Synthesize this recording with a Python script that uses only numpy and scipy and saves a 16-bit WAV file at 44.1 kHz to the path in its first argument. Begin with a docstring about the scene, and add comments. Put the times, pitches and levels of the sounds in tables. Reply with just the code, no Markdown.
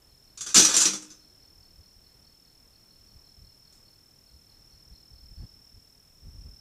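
"""Cage trap springing at night

On a lawn, a few metres from the microphone, a wire cage trap's trigger scrapes free; its sheet-metal
door slams and the lock rattles down. Struck wires and panel are decaying sines, cracks and thuds noise.
Crickets trill and chirp throughout as trains of drooping wing-stroke tones.
Shaped noise makes the night rumble, a thin hiss and light puffs of air bumping the microphone."""
import sys
import numpy as np
from scipy import signal
from scipy.fft import irfft
from scipy.io import wavfile
from scipy.ndimage import map_coordinates

SR = 44100
rng = np.random.default_rng(int(sys.argv[2]) if len(sys.argv) > 2 else 0)


def bounce(signal):
    """Save signal as a 16-bit WAV file at the path given by the first command-line argument."""
    frames = np.transpose(np.atleast_2d(signal))
    limited = np.clip(frames, -1, 1)
    pcm = np.round(limited * 32767).astype(np.int16)
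    wavfile.write(sys.argv[1], SR, pcm)


N = 291412
T = np.arange(N) / SR

# Metal contacts: trigger scrape, door slam and bounces, lock rattle and drop, cage settling.
# Columns: start_s, relative mesh level_db, relative door level_db, chatter_s, struck wire pitch_hz
CONTACTS = [ (0.374, -39, -65.5, .007, 4900), (0.408, -30, -59, .003, 6600),
            (0.463, -30.5, -53.5, .018, 5670), (0.489, -34.5, -62, .022, 5640),
            (.544, -12, -44.5, .009, 7240), (.556, -12, -25.5, .01, 5450), (.564, -13, -26.5, .01, 4950),
            (.574, -10, -20, 0.003, 5950), (.593, -11.5, -26.5, .008, 6060),
            (0.619, -16, -31.5, 0.0073, 5960), (0.647, -14, -35.5, 0.004, 5740),
            (.685, -19, -33, 0.067, 7340), (.74, -17.5, -40, .023, 5770), (0.765, -13.5, -35, 0.0015, 7000),
            (0.802, -17, -48, .007, 7200), (.815, -17.5, -50, 0.0083, 7360), (.848, -23, -31.5, 0.02, 2475),
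            (.854, -18, -55, 0.0093, 6050), (.889, -33, -44.5, 0.029, 5570),
            (0.933, -28.5, -40, 0.013, 5840), (1.022, -42, -53.5, 0.0031, 5700),
            (1.102, -45.5, -58, .011, 6040)]
# Ringing wires of the cage. Columns: pitch_hz, relative level_db, t60_s
WIRE_MODES = [(1180, -17, .25), (1270, -14, .25), (1555, -17, .25), (1690, -17, .25), (2470, -14, .25),
              (3471, -7.5, .25), (3660, -10, .2), (4180, -13, .22), (4683, -10, .18), (4934, -5, .22),
              (5233, -8, .24), (5755, -1, .22), (5820, -4, .2), (5925, -3, .2), (6128, 0, .28),
              (6210, -5, .2), (6667, -3, .26), (6822, -6, .22), (7040, -6, .22), (7150, -4, .2),
              (7230, -4, .2), (7415, -7, .26), (8472, -6, .22), (8992, -9, .22)]
# Door panel and cage frame. Columns: pitch_hz, relative level_db, t60_s
PANEL_MODES = [(150, -13, .25), (194, -4, .33), (203, -1, .2), (256, -2.5, .23), (307, 3.5, .72),
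               (335, -2, .18), (378, -2, .3), (480, -4.5, .22), (543, -2, .13), (679, -15, .25),
               (786, -12, .25), (838, -13, .33)]
# Spectrum of the crowd of weak mesh modes. Columns: frequency_hz, relative level_db
MESH_SPECTRUM = [(40, -17.5), (200, -15.5), (450, -12.5), (680, -18.5), (950, -13.5), (1250, -7),
                 (2100, -12), (3000, -7.5), (4800, -3), (6000, -1.5), (7200, -2.5), (9000, -8.5),
                 (11500, -19), (15500, -33.5)]
# Level of the nearer trilling cricket over time. Columns: start_s, relative level_db
NEAR_TRILL_LEVEL = [(0, -63), (1.3, -60), (2.7, -62.5), (3.3, -59.5), (4.2, -62.5), (5.45, -57), (6.1, -64),
                    (6.5, -56.5)]
# Spectrum of the low night rumble. Columns: frequency_hz, relative level_db
RUMBLE_SPECTRUM = [(15, -11), (25, 1), (130, -5), (285, -12), (450, -15.5), (600, -18.5), (1500, -24.5),
                   (3600, -31), (8000, -57.5)]
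# One small rustle in the cage. Columns: start_s, level_db, fade_s
GRASS_SCUFF = (3.725, -60, 0.052)
# Chirping bouts at an even pace; each chirp's three strokes start 0.030 s before,
# 0.008 s before and 0.014 s after its time.
# Columns: start_s, end_s, chirp_period_s, relative level_db
CHIRP_BOUTS = [(.095, .36, .184, -66.5), (1.215, 2.56, .208, -62), (2.74, 3.33, .172, -63.5),
               (3.452, 3.95, .206, -61.5), (4.28, 5.48, .221, -61.5)]
# Gusts on the microphone. Columns: start_s, hold_s, relative level_db
WIND_GUSTS = [(1.578, 0.056, -51), (1.668, 0.083, -53), (1.781, 0.03, -49.5), (1.961, 0.028, -53),
              (2.996, 0.062, -55), (3.125, 0.047, -45.5), (3.378, 0.12, -53), (4.318, 0.053, -56),
              (4.732, 0.031, -55.5), (4.876, 0.061, -47), (5.101, 0.092, -49.5), (5.226, 0.11, -48.5),
              (5.37, 0.087, -47), (5.535, 0.043, -49.5), (5.736, 0.041, -45.5), (6.235, 0.19, -48.5),
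              (6.454, 0.083, -42.5)]

# Noise colours. Columns: frequency_hz, relative level_db
FOLIAGE_SPECTRUM = [(100, 2.0), (1500, 3.0), (7000, -10), (15000, -19.0)]
PUFF_SPECTRUM = [(10, -17), (30, 2.0), (55, 5), (100, -4), (170, -16.0), (300, -26.5),
                 (700, -36.5), (3000, -49), (15000, -86.0)]
EDDY_SPECTRUM = [(30, -18), (90, 1), (200, -8), (400, -25.5), (3000, -60)]
HISS_SPECTRUM = [(1000, -6.5), (3500, 1.0), (7000, 2.5), (11000, 0.5), (14000, 1), (15500, -3.5)]
SCUFF_SPECTRUM = [(500, -14.5), (3000, -7.0), (7000, 6), (9000, 0), (15000, -19.5)]
THUD_SPECTRUM = [(20, -10), (60, -4.5), (120, -10), (200, -2), (400, -3.5), (700, -20.5), (3000, -50.0)]
# Level of the farther trilling cricket. Columns: start_s, level_db
FAR_TRILL_LEVEL = [(0, -66), (4, -64), (6.6, -61)]

RUMBLE_DB, HISS_DB = -63, -67
GUST_DB, GUST_EDGE_S = -2, 0.015  # gain on all gusts; basis of their rise and fall
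BUFFET_DB, BUFFETS_PER_S = 5, 25  # eddies inside a gust
STRONG_GUST_DB = -42  # near this level a gust also breaks into faster eddies
CHIRP_HZ, CHIRP_SCATTER_HZ = 4438, 70  # pitch at the start of a stroke
STROKE_GAP_S = 0.022
RING_SAMPLES = SR * 2 // 3  # longest ring of one blow
LATCH_S = 0.8  # blows before the lock drops find the door grinding on its frame
SHOCK_S = 0.0009  # time for a shock to run along the wires
# This contact length has the plain mesh colour; each doubling dulls it (dB per octave)
PLAIN_CONTACT_S, DULLING_DB = 0.0086, 0.85
TOP_HZ = 15500


def undb(db):
    """Decibels to gain."""
    return 10 ** (np.asarray(db) / 20)


def unit(x):
    """Scale to rms 1."""
    return x / np.sqrt(np.mean(x ** 2))


def add(out, start_s, x):
    """Mix x into out from a start time."""
    i = max(int(start_s * SR), 0)
    out[i:i + len(x)] += x[:max(len(out) - i, 0)]


def noise(spectrum, size):
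    """Random-phase noise of rms 1, coloured by the spectrum."""
    hz, db = np.transpose(spectrum)
    f = np.fft.rfftfreq(size, 1 / SR) + 1
    magnitude = undb(np.interp(np.log(f), np.log(hz), db))
    phase = np.exp(2j * np.pi * rng.random(len(f)))
    return unit(irfft(magnitude * phase, size))


def walk(rate):
    """Slow random drift with a spread near 1, through rate knots per second."""
    knots = rng.standard_normal(int(T[-1] * rate) + 2)
    return np.interp(T * rate, np.arange(len(knots)), knots)


def garden(x, wet_db, t60):
    """Trunks and foliage scatter a thin, late echo."""
    t = T[:SR]
    fade = np.exp(-np.log(1000) * t / t60)
    build_up = 1 - np.exp(-t / 0.02)
    echo = noise(FOLIAGE_SPECTRUM, size=SR) * fade * build_up
    echo = echo / np.sqrt(np.sum(echo ** 2))
    return x + undb(wet_db) * signal.fftconvolve(x, echo)[:N]


def gusts():
    """Strength of the air at the microphone: gusts rise, hold and fall while eddies buffet."""
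    held = np.zeros(N)
    for start, hold, db in WIND_GUSTS:
        corners = [start - GUST_EDGE_S, start + GUST_EDGE_S / 2, start + hold, start + hold + GUST_EDGE_S]
        held += undb(db) * np.interp(T, corners, [0, 1, 1, 0])
    return held * undb(GUST_DB + BUFFET_DB * walk(BUFFETS_PER_S))


def breeze():
    """Low night rumble, soft puffs on the microphone and a thin even hiss, all shaped noise."""
    gust = gusts()
    puffs = gust * noise(PUFF_SPECTRUM, size=N)
    breakup = np.tanh(gust / undb(STRONG_GUST_DB))
    eddies = 0.61 * gust * breakup * noise(EDDY_SPECTRUM, size=N)
    rumble = noise(RUMBLE_SPECTRUM, size=N) * undb(RUMBLE_DB + 1.2 * walk(5))
    hiss = undb(HISS_DB) * noise(HISS_SPECTRUM, size=N)
    return puffs + eddies + rumble + hiss


def stroke(hz, fall_hz, length):
    """One wing stroke: the scraper slows along the file, so the tone droops."""
    u = np.arange(int(length * SR)) / (length * SR)
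    cycles = np.cumsum(hz - fall_hz * u ** 2) / SR
    return np.sqrt(2) * np.sin(np.pi * u) * np.sin(2 * np.pi * cycles)


def trill(hz, fall_hz, length, period, waver_db):
    """An unbroken train of wing strokes, slightly uneven in time, pitch and level."""
    out = np.zeros(N)
    for s in np.arange(0.016, T[-1], period):
        late, sharp, loud = rng.standard_normal(3)
        wing = stroke(hz + 18 * sharp, fall_hz, length)
        add(out, s + 0.00039 * late, undb(waver_db * loud) * wing)
    return out


def chirping_cricket():
    """Bouts of short chirps, each a soft opening wing stroke and then two full ones."""
    out = np.zeros(N)
    for start, end, period, db in CHIRP_BOUTS:
        for s in np.arange(start, end, period):
            for k, effort_db in enumerate([-11, -2, -1]):
                sharp, loud = rng.standard_normal(2)
                wing = stroke(CHIRP_HZ + CHIRP_SCATTER_HZ * sharp, fall_hz=392, length=0.014)
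                add(out, s - 0.03 + k * STROKE_GAP_S, undb(db + effort_db + 1.4 * loud) * wing)
    return out


def crickets():
    """Two trill at nearly the same stroke rate; a third chirps lower down, with more echo."""
    near = trill(hz=5428, fall_hz=430, length=0.018, period=1 / 39.13, waver_db=0.5)
    near *= undb(np.interp(T, *np.transpose(NEAR_TRILL_LEVEL)) + 4.0)
    far = trill(hz=5650, fall_hz=220, length=0.01, period=1 / 40.3, waver_db=3)
    far *= undb(np.interp(T, *np.transpose(FAR_TRILL_LEVEL)))
    trills = garden(near + far, wet_db=-6.5, t60=0.25)
    return trills + garden(chirping_cricket(), wet_db=-1.5, t60=0.5)


def rustle():
    """A brief dry scuff of grass against the mesh: a fading burst of noise."""
    out, t = np.zeros(N), T[:RING_SAMPLES]
    start, db, fade = GRASS_SCUFF
    add(out, start, undb(db) * np.exp(-t / fade) * noise(SCUFF_SPECTRUM, size=RING_SAMPLES))
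    return out


def ring(modes, boost_db, scatter_db):
    """Decaying modes, one row a blow: every point of contact weights them differently."""
    hz, db, t60 = np.transpose(modes)
    shape = (len(CONTACTS), len(hz))
    gain = undb(db + boost_db + scatter_db * rng.standard_normal(shape))
    gain = gain / np.sqrt(np.sum(gain ** 2, axis=1, keepdims=True) / 2)
    gain = gain * rng.choice([-1, 1], shape)
    t = T[:RING_SAMPLES].astype('f')  # single precision saves memory
    turn, decay = (2 * np.pi * hz).astype('f'), (np.log(1000) / t60).astype('f')
    tones = np.sin(np.outer(turn, t)) * np.exp(-np.minimum(np.outer(decay, t), 20))
    return gain.astype('f') @ tones


def door(panel_db=0, thud_db=-8, grind_s=0.09):
    """The sheet-metal door booms at each blow and the frame thuds on the turf."""
    out, t = np.zeros(N), T[:RING_SAMPLES]
    panels = ring(PANEL_MODES, np.zeros(len(PANEL_MODES)), scatter_db=-3.5)
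    swing = 1 - np.exp(-t / 0.0041)  # the broad sheet takes a moment to move
    for (start, _, db, *_), panel in zip(CONTACTS, panels):
        held = np.exp(-t / grind_s) if start < LATCH_S else 1
        thud = noise(THUD_SPECTRUM, size=RING_SAMPLES) * np.exp(-t / 0.025)
        boom = undb(panel_db) * held * panel
        add(out, start, undb(db) * swing * (boom + undb(thud_db) * thud))
    return out


def weak_modes(t60, spread_db, count=1000):
    """Many short welded wire spans, each with its own pitch and strength."""
    hz = np.linspace(400, 15400, count) + rng.uniform(-7, 7, count)
    points, db = np.transpose(MESH_SPECTRUM)
    db = np.interp(np.log(hz), np.log(points), db) + spread_db * (rng.random(count) - 0.5)
    return np.transpose([hz, db, np.full(count, t60)])


def contact(modes, focus_db=8.0, focus_hz=300):
    """Mode boost in dB: short contacts are brighter, and modes near the struck pitch speak most."""
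    hz = np.array(modes)[:, 0]
    _, _, _, length, struck_hz = np.transpose(CONTACTS)[:, :, None]
    bright_db = DULLING_DB * np.log2(PLAIN_CONTACT_S / length)
    focus = focus_db / (1 + ((hz - struck_hz) / focus_hz) ** 2)
    return bright_db * np.log2(np.clip(hz, 700, 9000)) + focus


def chatter(t, length, rate, scatter_db):
    """Wires buzz against each other: a fading burst of tiny uneven impacts."""
    hits = rng.random(len(t)) < rate / SR
    clicks = hits * undb(scatter_db * rng.standard_normal(len(t))) * np.exp(-t / length)
    clicks[0] = 2.7  # the first impact is always present
    return clicks / np.sqrt(np.sum(clicks ** 2))


def cage(mesh_t60=0.2, wire_db=-5.0, mesh_db=-1.5, crack_db=2, flex_s=0.000015):
    """Each blow cracks and chatters and sets wires and mesh ringing."""
    out, t = np.zeros(N), T[:RING_SAMPLES]
    mesh = weak_modes(mesh_t60, spread_db=6)
    wire_ring = ring(WIRE_MODES, contact(WIRE_MODES), scatter_db=3.5)
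    mesh_ring = ring(mesh, contact(mesh), scatter_db=4.0)
    metal = undb(wire_db) * wire_ring + undb(mesh_db) * mesh_ring
    spread = 1 - np.exp(-t / SHOCK_S)
    for (start, db, _, length, _), ringing in zip(CONTACTS, metal):
        crack = undb(crack_db) * noise(MESH_SPECTRUM, size=RING_SAMPLES) * np.exp(-t / 0.0015)
        force = chatter(t, length, rate=900, scatter_db=2.5)
        blow = signal.fftconvolve(force, (ringing + crack) * spread)[:RING_SAMPLES]
        add(out, start, undb(db) * blow)
    # the cage flexes as it shakes, so the wire pitches waver
    return map_coordinates(out, [(T + flex_s * walk(45)) * SR], order=3)


def scene():
    """The night air, the insects and the trap with a faint garden echo."""
    trap = garden(cage() + door() + rustle(), wet_db=-25.5, t60=0.7)
    return (breeze() + crickets() + trap)[None]


def record(dry, ceiling=0.9):
    """The small recorder rounds the loudest peaks and cuts the top."""
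    rounded = ceiling * np.tanh(dry / ceiling)
    top_cut = signal.ellip(10, 0.2, 70, TOP_HZ, fs=SR, output="sos")
    return signal.sosfilt(top_cut, rounded)


dry = scene()
out = record(dry)
bounce(out)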